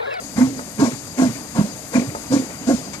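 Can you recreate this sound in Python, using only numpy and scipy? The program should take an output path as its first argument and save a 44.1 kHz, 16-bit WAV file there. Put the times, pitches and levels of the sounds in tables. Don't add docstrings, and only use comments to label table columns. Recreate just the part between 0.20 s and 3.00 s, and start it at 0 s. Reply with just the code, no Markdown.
import sys
import numpy as np
from scipy import signal
from scipy.fft import rfft, irfft, next_fast_len
from scipy.io import wavfile

SR = 44100
rng = np.random.default_rng(int(sys.argv[2]) if len(sys.argv) > 2 else 0)


def voltage_ratio(decibels):
    exponent = np.asarray(decibels, float) / 20
    return 10 ** exponent


def int16_out(signal):
    q = np.round(np.clip(np.atleast_2d(signal).T, -1, 1) * 32767)
    wavfile.write(sys.argv[1], SR, q.astype(np.int16))


N = 123479
FFT = next_fast_len(N)


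def rms_one(x):
    return x / np.sqrt(np.mean(x ** 2) + 1e-20)


def at_hz(points):
    hz, value = np.transpose(points)
    bins_hz = np.fft.rfftfreq(FFT, 1 / SR)
    return np.interp(np.log(bins_hz + 1), np.log(hz), value)


def level(rows):
    return voltage_ratio(np.interp(np.arange(N) / SR, *np.transpose(rows)))


def drift(rate_hz, count):
    r = np.exp(-2 * np.pi * rate_hz / SR)
    white = rng.standard_normal((count, N + SR))
    slow = signal.lfilter([1], [1, -2 * r, r * r], white)
    return rms_one(slow[:, SR:])


def noise(spectrum, patchy_db, rate_hz):
    coloured = rfft(rng.standard_normal((2, FFT))) * voltage_ratio(at_hz(spectrum))
    octave = np.log2(np.fft.rfftfreq(FFT, 1 / SR) / 40 + 1)
    out = 0
    for k, flicker in enumerate(drift(rate_hz, count=10)):
        band = np.clip(1 - abs(octave - k), 0, 1)
        out = out + voltage_ratio(patchy_db * flicker) * irfft(coloured * band, FFT)[:, :N]
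    return rms_one(out)


def resonance(x, hz, width_hz):
    r = np.exp(-np.pi * width_hz / SR)
    poles = [1, -2 * r * np.cos(2 * np.pi * hz / SR), r * r]
    return signal.lfilter([(1 - r * r) / 2, 0, (r * r - 1) / 2], poles, x + 1e-18)


def ringing(x, hz, width_hz):
    return rms_one(resonance(resonance(x, hz, width_hz), hz, width_hz))


def burst(start_s, attack_s, hold_s, t60_s):
    t = np.arange(N) / SR - start_s
    attack = np.sin(np.pi / 2 * np.clip(t / attack_s, 0, 1)) ** 2
    return attack * voltage_ratio(-60 * np.maximum(t - attack_s - hold_s, 0) / t60_s)


# time in seconds, level in dB, pitch in Hz.
BOOMS = [
    [(0.14, -69, 231.2), (0.165, -24, 224.6), (0.173, -52, 221), (0.183, -10, 228), (0.201, -23.5, 254.5),
     (0.211, -9, 250.7), (0.23, -7.5, 251.6), (0.242, -15.5, 261.5), (0.266, -19, 260),
     (0.286, -27.5, 257.7), (0.329, -31, 252.6), (0.347, -37, 268), (0.378, -30, 262), (0.405, -36, 250.4),
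     (0.54, -59, 241)],
    [(0.56, -62, 240.8), (0.574, -45, 241), (0.585, -30, 233), (0.595, -18, 207), (0.612, -25.5, 261.6),
     (0.624, -7.5, 290.5), (0.647, -14.5, 237), (0.66, -33, 236), (0.676, -16, 232), (0.69, -23, 243),
     (0.704, -41, 242), (0.73, -31, 244), (0.753, -41, 276), (0.768, -36, 267), (0.8, -45, 264)],
    [(0.95, -62, 250.4), (0.971, -42, 255), (0.984, -23, 267.3), (1.001, -10, 251), (1.015, -21, 258),
     (1.023, -5.5, 243), (1.029, -22.5, 249), (1.036, -9.5, 257), (1.048, -18.5, 268), (1.075, -13.5, 256),
     (1.087, -31, 222), (1.109, -24, 251), (1.13, -47, 248.6), (1.143, -35.5, 258.5), (1.22, -42.5, 267)],
    [(1.33, -58, 224), (1.35, -34, 222.6), (1.364, -24.5, 210), (1.374, -28, 231), (1.384, -17, 245),
     (1.394, -7, 231), (1.397, -7.5, 223), (1.404, -26, 226), (1.411, -16, 217), (1.415, -8.5, 211),
     (1.419, -16.5, 220), (1.427, -38, 220), (1.443, -18, 209), (1.47, -38.5, 226), (1.52, -48, 224)],
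    [(1.71, -60, 233.1), (1.737, -45, 232), (1.75, -21, 216), (1.759, -8, 244), (1.767, -19, 267),
     (1.784, -8, 228), (1.792, -29, 224), (1.799, -11.5, 234), (1.81, -44, 261), (1.818, -20.5, 253),
     (1.826, -21, 255), (1.833, -34, 243), (1.853, -29, 266), (1.861, -33, 287), (1.92, -60, 280)],
    [(2.08, -63, 251.8), (2.094, -56, 244), (2.106, -21, 257), (2.111, -19.5, 253), (2.132, -16.5, 263),
     (2.138, -14, 282), (2.143, -7.5, 262), (2.159, -25.5, 291.5), (2.168, -8.5, 252), (2.181, -29, 272),
     (2.201, -17, 261.7), (2.219, -33.5, 259), (2.239, -29.5, 254), (2.251, -41, 238), (2.28, -49, 225)],
    [(2.44, -62, 253), (2.466, -37, 266), (2.475, -19, 253), (2.488, -11.5, 248), (2.492, -8.5, 280),
     (2.498, -31, 276), (2.504, -20, 288), (2.511, -10, 281), (2.52, -14.5, 254), (2.53, -19, 274),
     (2.545, -13, 260.5), (2.577, -43.5, 260), (2.587, -33, 255), (2.612, -41, 243), (2.66, -56, 242)],
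]


def boom():
    t = np.arange(N) / SR
    a, b = drift(rate_hz=12, count=2)
    waver = (a + 1j * b) / (np.hypot(a, b) + 0.021)
    waver = waver / np.sqrt(np.mean(abs(waver) ** 2))
    out = 0
    for rows in BOOMS:
        s, db, hz = np.transpose(rows)
        phase = 2 * np.pi * np.cumsum(np.interp(t, s, hz)) / SR
        gain = voltage_ratio(np.interp(t, s, db, -120, -120))
        out = out + gain * np.sqrt(2) * np.real(waver * np.exp(1j * phase))
    return out


# start in seconds, hold in seconds, roar level in dB, hiss level in dB.
BEATS = [(0.154, 0.038, -27.5, -35.5), (.575, 0.037, -27, -31), (0.964, 0.04, -29.5, -33),
         (1.336, 0.034, -35, -35.5), (1.712, 0.029, -29.5, -33.5), (2.097, 0.026, -29, -33),
         (2.456, 0.023, -33.5, -33.5)]
# frequency in Hz, relative level in dB per Hz.
ROAR_COLOUR = [(40, -100), (70, -27), (130, 5.5), (200, -14.5), (330, -4), (420, -4), (800, -14),
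               (1300, -25.5), (2400, -19), (3500, -70), (5000, -66)]


def roar():
    attack_s, t60_s = 0.026, 0.5
    echo_db, echo_t60_s = -10, 1.1
    start_s, hold_s, roar_db, _ = np.transpose(BEATS)[:, :, None]
    direct = burst(start_s, attack_s, hold_s, t60_s)
    echo = voltage_ratio(echo_db) * burst(start_s, attack_s, hold_s, echo_t60_s)
    envelope = (voltage_ratio(roar_db) * (direct + echo)).sum(0)
    return envelope * noise(ROAR_COLOUR, patchy_db=6.5, rate_hz=21)


# pitch in Hz, width of one filter pass in Hz, family from 0 to 4.
PIPE = [(520, 80, 0), (660, 80, 1), (930, 100, 2), (1080, 80, 2), (1420, 80, 3), (1620, 80, 3),
        (2080, 45, 4)]
# levels of families 0, 1, 2, 3 and 4, each in dB.
BARKS = [(-34.5, -35, -36.5, -47, -44.5), (-33, -27.5, -31.5, -41, -50), (-34, -29.5, -35, -40, -48),
         (-35, -32, -35.5, -43, -52), (-30.5, -32, -36, -42, -52), (-25, -36, -36, -46.5, -59),
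         (-24, -28, -37, -42, -51)]


def bark():
    attack_s, t60_s = 0.04, 0.14
    flutter_db, flutter_hz = 1.5, 40
    start_s, hold_s, _, _ = np.transpose(BEATS)[:, :, None]
    flutter = rms_one(voltage_ratio(flutter_db * drift(flutter_hz, count=1)))
    pulses = burst(start_s, attack_s, hold_s, t60_s) * flutter
    white = rng.standard_normal((2, N))
    out = 0
    for hz, width_hz, family in PIPE:
        envelope = voltage_ratio(np.array(BARKS)[:, family]) @ pulses
        out = out + ringing(white, hz, width_hz) * envelope
    return out


# frequency in Hz, relative level in dB per Hz.
JET_HISS_COLOUR = [(1470, -21), (2500, -12.5), (3120, -14), (4780, -9), (5780, -8), (7000, -3), (7820, -10),
                   (10000, -17.5), (11500, -17), (14500, -57)]


def jet_hiss():
    attack_s, t60_s = 0.034, 0.57
    hold_share = 0.88
    start_s, hold_s, _, hiss_db = np.transpose(BEATS)[:, :, None]
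    envelope = (voltage_ratio(hiss_db) * burst(start_s, attack_s, hold_share * hold_s, t60_s)).sum(0)
    return envelope * noise(JET_HISS_COLOUR, patchy_db=2.0, rate_hz=9)


# start in seconds, nominal peak in dB, brightness in dB per octave about 700 Hz,
# crack level in dB over the peak.
KNOCKS = [(.392, -23, 2, -14), (.720, -35, 4, 2), (1.254, -36, 1, -14), (1.559, -40, 0, -14),
          (1.950, -18, -1, -20), (2.299, -32, -5, -20)]
# pitch in Hz, nominal level in dB over the peak, t60 in seconds.
ROD_MODES = [(480, -11, .04), (580, -4, .06), (680, -10, .04), (880, -6, .05), (1260, -10, .045),
             (1700, -22, .025)]


def rods():
    rebound_s, rebound_db = 0.019, -10
    crack_hz, crack_width_hz, crack_t60_s = 1400, 900, 0.025
    contact_hz = 1620
    start_s, peak_db, tilt, crack_db = np.transpose(KNOCKS)
    crack_envelope = voltage_ratio(peak_db + crack_db) @ burst(start_s[:, None], 0.001, 0.00067, crack_t60_s)
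    out = crack_envelope * ringing(rng.standard_normal(N), crack_hz, crack_width_hz)
    soft = signal.butter(2, contact_hz, fs=SR, output="sos")
    knock_at = (start_s * SR).astype(int)
    rebound_at = ((start_s + rebound_s) * SR).astype(int)
    spread_db = rng.normal(0, 1.5, (len(KNOCKS), 2 * len(ROD_MODES)))
    for k, (hz, db, t60_s) in enumerate(ROD_MODES):
        mode_db = peak_db + db + tilt * np.log2(hz / 700)
        clicks = np.zeros(N)
        clicks[knock_at] = voltage_ratio(mode_db + spread_db[:, 2 * k])
        clicks[rebound_at] = voltage_ratio(mode_db + rebound_db + spread_db[:, 2 * k + 1])
        blows = signal.sosfilt(soft, clicks + 1e-18)
        r, w = voltage_ratio(-60 / (t60_s * SR)), 2 * np.pi * hz / SR
        out = out + signal.lfilter([0, np.sin(w)], [1, -2 * r * np.cos(w), r * r], blows)
    return out


# frequency in Hz, relative level in dB per Hz.
SPIT_COLOUR = [(290, -9), (500, -5), (997, -5), (1590, -8), (2290, -15), (2640, -18), (5330, -12),
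               (7270, -4.5), (9770, -25), (12400, -26), (14500, -39)]


def spit():
    puff = voltage_ratio(-33) * noise(SPIT_COLOUR, patchy_db=0.5, rate_hz=40)
    ring = voltage_ratio(-41) * ringing(rng.standard_normal((2, N)), hz=2290, width_hz=90)
    return (puff + ring) * burst(start_s=2.731, attack_s=0.004, hold_s=0.0099, t60_s=0.099)


# frequency in Hz, relative level in dB per Hz.
LEAK_COLOUR = [(1060, -24), (1800, -4), (1910, -8), (3090, -20.5), (3370, -12.5), (3850, -6.5),
               (4350, -7.5), (4700, -1.5), (5600, -5), (6610, 2.5), (10100, -7.5), (11900, -7),
               (14500, -19)]
# time in seconds, level in dB.
LEAK_LEVEL = [(0.0, -41), (2.12, -41), (2.8, -43.5)]


def leak_hiss():
    return level(LEAK_LEVEL) * noise(LEAK_COLOUR, patchy_db=1.2, rate_hz=10.2)


# centre pitch in Hz, approximate width in Hz, middle level in dB.
WHISTLES = [(4810, 50, -53), (4650, 50, -57), (6600, 50, -53), (6410, 50, -55), (7080, 120, -57)]


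def leak_whistles():
    wander_share = 0.007
    wavers = drift(12, count=len(WHISTLES))
    wanders = drift(3, count=len(WHISTLES))
    out = 0
    for (hz, width_hz, db), waver, wander in zip(WHISTLES, wavers, wanders):
        a, b = drift(width_hz / 2, count=4).reshape(2, 2, N)
        phase = 2 * np.pi * np.cumsum(hz * (1 + wander_share * wander)) / SR
        out = out + voltage_ratio(db + 2.5 * waver) * (a * np.cos(phase) + b * np.sin(phase))
    return out


# frequency in Hz, relative level in dB per Hz.
RUMBLE_COLOUR = [(12, -46), (20, -10), (166, 1.5), (299, 3), (361, -10.5), (573, -4.5), (663, -7),
                 (967, -11.5), (1320, -15), (1570, -16.5), (1700, -29), (1890, -18), (3000, -22.5),
                 (3900, -31), (6600, -120)]
# time in seconds, level in dB.
RUMBLE_LEVEL = [(0.0, -38.5), (0.37, -37.5), (0.73, -41.5), (0.95, -38), (1.21, -38), (1.71, -38),
                (1.98, -36.5), (2.8, -36.5)]


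def rumble():
    return level(RUMBLE_LEVEL) * noise(RUMBLE_COLOUR, patchy_db=1.5, rate_hz=12)


def scene():
    jet = roar() + bark() + jet_hiss()
    leaks = leak_hiss() + leak_whistles() + spit()
    return boom() + jet + rods() + leaks + rumble()


# frequency in Hz, gain in dB.
PASSBAND = [(15, -30), (30, -10), (55, 0), (14550, 0), (14650, -90)]
# frequency in Hz, left minus right in dB.
PORT_BALANCE = [(60, -4.5), (200, -3.5), (400, -2), (730, 0), (1200, 5), (2000, 8), (3200, 10.5),
                (4200, 11.5), (4800, 17), (5400, 24), (6600, 65.5), (8000, 46), (10500, 44.5), (14500, 34)]
# frequency in Hz, share in common from 0 to 1.
PORT_LIKENESS = [(40, .93), (150, .99), (320, .995), (420, .93), (650, .94), (1000, .85), (1300, .6),
                 (2000, .6), (3000, .2), (5000, .3), (8000, .1)]
# frequency in Hz, lead of the left port in radians.
PORT_LEAD = [(40, .06), (130, .26), (250, .5), (500, .8), (1000, 1.2), (2000, 2.1), (4000, 3.0),
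             (8000, 3.6)]


def two_ports(dry):
    shared, other = rfft(dry, FFT) * voltage_ratio(at_hz(PASSBAND))
    alike = np.clip(at_hz(PORT_LIKENESS), 0, 1)
    ratio, lead = voltage_ratio(-at_hz(PORT_BALANCE)), at_hz(PORT_LEAD)
    right = alike * shared + np.sqrt(1 - alike ** 2) * other * -1j
    late_right = ratio * right * np.exp(-1j * lead)
    port_gain = 2 / np.sqrt(1 + ratio ** 2 + 2 * ratio * alike * np.cos(lead))
    return irfft(port_gain * np.array([shared, late_right]), FFT)[:, :N]


def band_limit(x):
    return signal.sosfilt(signal.butter(12, 14600, fs=SR, output="sos"), x)


def record(dry):
    top = 1.1
    mix = top * np.tanh(two_ports(dry) / top)
    return band_limit(mix)


dry = scene()
out = record(dry)
int16_out(out)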